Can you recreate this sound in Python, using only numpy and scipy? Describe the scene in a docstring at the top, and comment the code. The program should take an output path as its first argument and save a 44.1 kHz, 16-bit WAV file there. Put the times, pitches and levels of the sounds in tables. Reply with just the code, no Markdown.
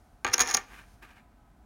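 """Poker chips on a table

A hand lays a clay poker chip on another, close by in a small quiet room: it knocks and bounces, its rim
skids and rattles over the lower chip, drags, and snaps flat; then fingers slide the pair over the tabletop.
Impulses and stick-slip trains excite damped modes of chips and table; shaped noise makes the sliding, the
air, and a soft high hiss, faint at first, that swells into a brushing after the chips settle.
A short reverberation joins the chips and table."""
import sys
import numpy as np
from scipy import signal
from scipy.fft import rfft, irfft
from scipy.io import wavfile
from scipy.ndimage import uniform_filter1d

SR = 44100
rng = np.random.default_rng(int(sys.argv[2]) if len(sys.argv) > 2 else 0)


def materialize(psi):
    """Save the field psi as 16-bit PCM at rate SR to the path in sys.argv[1].

    A 1-D psi becomes a single channel; in a 2-D psi each row is a channel.
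    """
    bounded = np.clip(np.atleast_2d(psi).T, -1, 1)
    quanta = np.round(bounded * 32767).astype(np.int16)
    wavfile.write(sys.argv[1], SR, quanta)


N = 72765
T = np.arange(N) / SR   # time, s


def from_db(db):
    """Logarithmic level: decibels become an amplitude gain."""
    return 10 ** (np.asarray(db) / 20)


def rms_one(x):
    """Normalization: a signal is scaled to unit rms."""
    return x / np.sqrt(np.mean(x ** 2) + 1e-20)


def level_curve(curve):
    """Amplitude envelope: gain is interpolated in decibels and is zero outside the curve."""
    start_s, level_db = np.transpose(curve)
    inside = (T >= start_s[0]) * (T <= start_s[-1])
    return from_db(np.interp(T, start_s, level_db)) * inside


def impulses(start_s, level_db):
    """Impulsive excitation: each contact is a one-sample force."""
    return np.bincount(np.round(start_s * SR).astype(int), from_db(level_db), N)


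def noise(colour):
    """Spectral shaping: white noise takes the given spectrum, falling away below its first point, at unit rms."""
    pitch_hz, density_db = np.transpose(colour)
    f = np.maximum(np.fft.rfftfreq(N, 1 / SR), 1)
    gain = from_db(np.interp(np.log(f), np.log(pitch_hz), density_db))
    gain *= np.minimum(f / pitch_hz[0], 1) ** 2
    return rms_one(irfft(rfft(rng.standard_normal(N)) * gain, N))


def wobble(span_s):
    """Random modulation: averaged noise of unit rms varies over about the given time."""
    return rms_one(uniform_filter1d(rng.standard_normal(N), max(int(span_s * SR), 1)))


def band(x, low_hz, high_hz):
    """Band limitation: a gentle band-pass filter."""
    return signal.sosfilt(signal.butter(2, [low_hz, high_hz], "band", fs=SR, output="sos"), x + 1e-18)


def ring(force, modes):
    """Modal superposition: the force excites dying sines, neighbours in opposite phase."""
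    out = np.zeros(N)
    for k, (pitch_hz, level_db, t60_s) in enumerate(modes):
        radius = from_db(-60 / (t60_s * SR))   # decay per sample
        angle = 2 * np.pi * pitch_hz / SR
        poles = [1, -2 * radius * np.cos(angle), radius * radius]
        mode = signal.lfilter([0, np.sin(angle)], poles, force + 1e-18)
        out += (-1) ** k * from_db(level_db) * mode
    return out


def slips(per_s):
    """Stick-slip friction: random impulses of uneven size and either sign, at unit rms."""
    spread_db = 4
    sizes = from_db(spread_db * np.clip(rng.standard_normal(N), -2, 2)) * rng.choice([-1, 1], N)
    return rms_one(sizes * (rng.random(N) < per_s / SR))


# spectrum of the quiet air: pitch_hz [Hz], density_db [dB per Hz, relative]
AIR_COLOUR = [(25, -15), (40, 0.5), (55, -4), (70, -6.5), (110, -9.5), (140, -16), (225, -11.5), (290, -20),
              (400, -22.5), (530, -27.5), (720, -17), (1000, -28), (1300, -27), (1600, -30), (1900, -33.5),
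              (3000, -40), (5000, -44.5), (9000, -45.5), (16000, -49)]
# narrow resonances in the steady noise: pitch_hz [Hz], level_db [dB, relative], t60_s [s]
DRONE_MODES = [(250, -1, .15), (305, 0, 0.18), (700.4, 0, .15), (845, -4, 0.15), (1000, -3.5, 0.197),
               (1276, -6, 0.22), (1530, -4.5, .15)]


def room_tone():
    """Steady background: broadband air noise, resonances driven by noise, and a low sinusoidal hum."""
    air_db, drone_db = -59, -70
    hum_hz, hum_db = 48.5, -63.5
    hum = np.sqrt(2) * np.sin(2 * np.pi * (hum_hz * T + rng.random()))
    drone = rms_one(ring(rng.standard_normal(N), DRONE_MODES))
    return from_db(air_db) * noise(AIR_COLOUR) + from_db(drone_db) * drone + from_db(hum_db) * hum


# soft high hiss, faint in the background, then swelling into a brushing: start_s [s], level_db [dB]
HISS_LEVEL = [(0, -76), (.55, -85.5), (.75, -63), (.85, -70.5), (.945, -68.5), (.965, -75.5), (1.17, -78),
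              (1.26, -99)]
# spectrum of the hiss: pitch_hz [Hz], density_db [dB per Hz, relative]
HISS_SPECTRUM = [(500, -6), (2500, -4.5), (6500, -1), (7600, -8), (9200, -2.5), (12000, -8), (16000, -12.5)]


def high_hiss():
    """Modulated noise: a faint high hiss swells into a brushing after the chips settle."""
    return level_curve(HISS_LEVEL) * noise(HISS_SPECTRUM)


# chip contacts: start_s [s], ring_db [dB, force on the chip], knock_db [dB, force on the table]
CHIP_CONTACTS = [(.2468, -21.5, -13.5), (.2662, -32, -19), (0.2767, -32.5, -22.5), (0.2863, -35.5, -25.5),
                 (0.2986, -48, -30), (.3172, -45.5, -31.5), (0.3809, -17, -20), (0.394, -15, -20.5),
                 (0.401, -21.5, -16.5), (0.404, -11, -18.5), (0.408, -6, -20), (.4120, -19, -17),
                 (.4166, -12, -22.5), (.4219, -17.5, -32), (.4295, -38, -29.5), (0.4607, -41, -28.5),
                 (0.4744, -25, -30.5), (.4790, -29.5, -26.5), (0.5005, -24.5, -27), (0.512, -19, -26),
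                 (0.518, -30, -35.5), (0.5281, -31, -32.5), (0.5367, -32, -32), (.5410, -15, -25.5),
                 (.5453, -12.5, -28.5), (0.5475, -12.5, -30), (.5655, -30, -34), (0.5697, -14.5, -29),
                 (0.574, -23, -23)]
# modes of one chip: pitch_hz [Hz], level_db [dB, relative], t60_s [s]
CHIP_MODES = [(6600, 0, .021), (6920, -14.5, .012), (8800, -27.5, .008), (9870, -17.5, .02),
              (11300, -22.5, 0.0069), (12400, -28.5, 0.0059), (15250, -26, .012)]


def contacts():
    """Impact excitation: sharp touches ring and click the chip, and pass a force to the table."""
    crack_db, crack_low_hz, crack_high_hz = 11, 2690, 5930
    edge_db, edge_low_hz, edge_high_hz = 4, 10500, 14000   # the bright edge of each click
    start_s, ring_db, knock_db = np.transpose(CHIP_CONTACTS)
    force = impulses(start_s, ring_db)
    crack = from_db(crack_db) * band(force, crack_low_hz, crack_high_hz)
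    edge = from_db(edge_db) * band(force, edge_low_hz, edge_high_hz)
    return ring(force, CHIP_MODES) + crack + edge, impulses(start_s, knock_db)


# modes of the table: pitch_hz [Hz], level_db [dB, relative], t60_s [s]
TABLE_MODES = [(256, -30, 0.14), (358.4, -29, 0.12), (404, -30, 0.15), (485, -23, 0.074),
               (611.6, -28.5, .08), (746.6, -23, 0.063), (819.6, -18, 0.068), (926, -23, .1),
               (1165.8, -18, .11), (1226.3, -17.5, 0.11), (1272, -25, .08), (1330, -29, 0.055),
               (1455, -25.5, 0.0727), (1568, -23, .12), (1791, -19, .09), (1872, -21, 0.062),
               (2131, -21.5, .06), (2175.5, -22.5, .06), (2424, -21, 0.0625), (3000, -26, 0.039)]
# spectrum of the table's dense, short-lived modes: pitch_hz [Hz], density_db [dB per Hz, relative]
WOOD_COLOUR = [(70, -9.5), (150, -14), (260, -11), (600, -5.5), (1200, 0.5), (2300, -1), (3200, -3.5),
               (4400, -8.5), (6000, -26.5), (16000, -49.5)]


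def table(force):
    """Modal radiation: a dull thud with a near echo, separate modes, and a wash of dense modes."""
    thud_db, thud_low_hz, thud_high_hz = 17.5, 950, 2820
    echo_s, echo_db = .003, -3   # the knock returns from a near surface
    mode_spread_db, contact_s = 3.5, 0.011
    wood_db, wood_t60_s = 9, 0.041
    thud = from_db(thud_db) * band(force, thud_low_hz, thud_high_hz)
    echo = from_db(echo_db) * np.interp(T - echo_s, T, thud)
    modes = np.zeros(N)
    for k, mode in enumerate(TABLE_MODES):
        # each touch lands on another spot and favours other modes
        coupling = from_db(mode_spread_db * wobble(contact_s))
        modes += (-1) ** k * ring(force * coupling, [mode])
    keep = from_db(-120 / (wood_t60_s * SR))   # energy kept per sample
    energy = signal.lfilter([1 - keep], [1, -keep], force ** 2 + 1e-18)
    wash = from_db(wood_db) * np.sqrt(energy) * noise(WOOD_COLOUR)
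    return thud + echo + modes + wash


# spectrum of the reverberation: pitch_hz [Hz], density_db [dB per Hz, relative]
ROOM_SPECTRUM = [(100, -4), (800, 4.5), (2500, -0.5), (6500, -10.5), (16000, -13.5)]


def room(x):
    """Diffuse reverberation: convolution with a short, dull, exponentially decaying noise."""
    room_db, room_t60_s = -19, .3
    tail = noise(ROOM_SPECTRUM) * from_db(-60 * T / room_t60_s)
    return from_db(room_db) * signal.fftconvolve(x, tail / np.linalg.norm(tail))[:N]


# how hard chip drags on chip: start_s [s], level_db [dB]
DRAG_LEVEL = [(.25, -63), (.325, -56), (.358, -42), (.378, -53), (.42, -33), (.452, -43.5), (.492, -33.5),
              (.508, -33.5), (.525, -45), (.585, -46.5), (.615, -74)]
# modes of two chips pressed together: pitch_hz [Hz], level_db [dB, relative], t60_s [s]
PAIR_MODES = [(4300, -12.5, .006), (5287, -7, .014), (5675, -3, 0.0066), (6020, -4.5, 0.011),
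              (6380, -3.5, 0.0057), (6750, -3, 0.0081), (9800, -12.5, 0.0056), (11440, -19.5, 0.0048),
              (12500, -21, 0.0028), (15200, -22, .007)]


def drag():
    """Sliding friction: one face grates over the other, ringing the pair and forcing the table."""
    slips_per_s, knock_db = 1800, -16.5
    grit = slips(slips_per_s)
    effort = level_curve(DRAG_LEVEL)
    return effort * rms_one(ring(grit, PAIR_MODES)), from_db(knock_db) * effort * grit


# the hand's weight bumps the table: start_s [s], level_db [dB, force]
HAND_BUMPS = [(0.251, -43.5), (0.292, -43.5), (0.406, -43.5), (0.939, -51.5)]
# slow modes of the whole table: pitch_hz [Hz], level_db [dB, relative], t60_s [s]
FRAME_MODES = [(44, -2.5, .22), (102, 2, .11)]


def bumps():
    """Low-frequency resonance: soft pushes rock the whole table."""
    start_s, level_db = np.transpose(HAND_BUMPS)
    return ring(impulses(start_s, level_db), FRAME_MODES)


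# the ribbed rim skids: peak_s [s], rise_s [s], fall_s [s], chirp_db [dB], knock_db [dB, force on the table]
RIM_SKIDS = [(0.339, .0032, 0.0029, -15, -12.5), (0.5475, 0.0022, 0.0016, -16, -18)]


def skids():
    """Stick-slip burst: a quick run of slips swells and dies, making both chips chirp."""
    slips_per_s = 3700
    sound, knock = np.zeros(N), np.zeros(N)
    for peak_s, rise_s, fall_s, chirp_db, knock_db in RIM_SKIDS:
        swell = np.exp(-np.maximum((peak_s - T) / rise_s, (T - peak_s) / fall_s))
        force = slips(slips_per_s) * swell
        chirp = ring(force, PAIR_MODES)
        # the chirp's energy is scaled to the length of its rise and fall
        sound += from_db(chirp_db) * chirp / np.linalg.norm(chirp) * np.sqrt((rise_s + fall_s) * SR)
        knock += from_db(knock_db) * force / np.linalg.norm(force)
    return sound, knock


# chips sliding on the tabletop: start_s [s], level_db [dB, before the rub's own gain]
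SLIDE_LEVEL = [(.58, -46.5), (.66, -62), (.73, -52.5), (.80, -53), (.86, -67.5), (1.01, -78),
               (1.028, -48.5), (1.045, -52), (1.075, -61.5), (1.11, -57.5), (1.14, -65.5), (1.175, -58),
               (1.25, -79), (1.4, -87)]
# spectrum of the sliding: pitch_hz [Hz], density_db [dB per Hz, relative]
SLIDE_SPECTRUM = [(100, -8.5), (200, -6.5), (380, -5.5), (520, -21), (900, -5), (1300, -5.5), (1600, 1),
                  (1950, -7), (2400, -2), (3200, -12.5), (5000, -20.5), (8000, -24), (16000, -28)]


def slide():
    """Friction-driven resonance: grainy sliding noise with a faint ringing of the table."""
    ring_db = -6   # table ringing relative to the rubbing noise
    grain_db, grain_s = 1.7, 0.0034
    table_ring = rms_one(ring(rng.standard_normal(N), TABLE_MODES))
    rub = noise(SLIDE_SPECTRUM) + from_db(ring_db) * table_ring
    return level_curve(SLIDE_LEVEL) * rub * from_db(grain_db * wobble(grain_s))


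def scene():
    """Superposition: chips and table with their reverberation, then bumps, sliding, hiss and background."""
    chips, force = np.sum([contacts(), drag(), skids()], axis=0)
    # the chips radiate poorly around this frequency
    dip_hz, dip_q = 7740, 5
    dip = signal.lfilter(*signal.iirpeak(dip_hz, dip_q, fs=SR), chips)
    near = chips - dip + table(force)
    return (near + room(near) + bumps() + slide() + high_hiss() + room_tone())[None]


def record(dry):
    """Low-pass filtering: the treble is cut steeply."""
    cutoff_hz = 16000
    return signal.sosfilt(signal.ellip(10, .2, 70, cutoff_hz, fs=SR, output="sos"), dry)


dry = scene()
out = record(dry)
materialize(out)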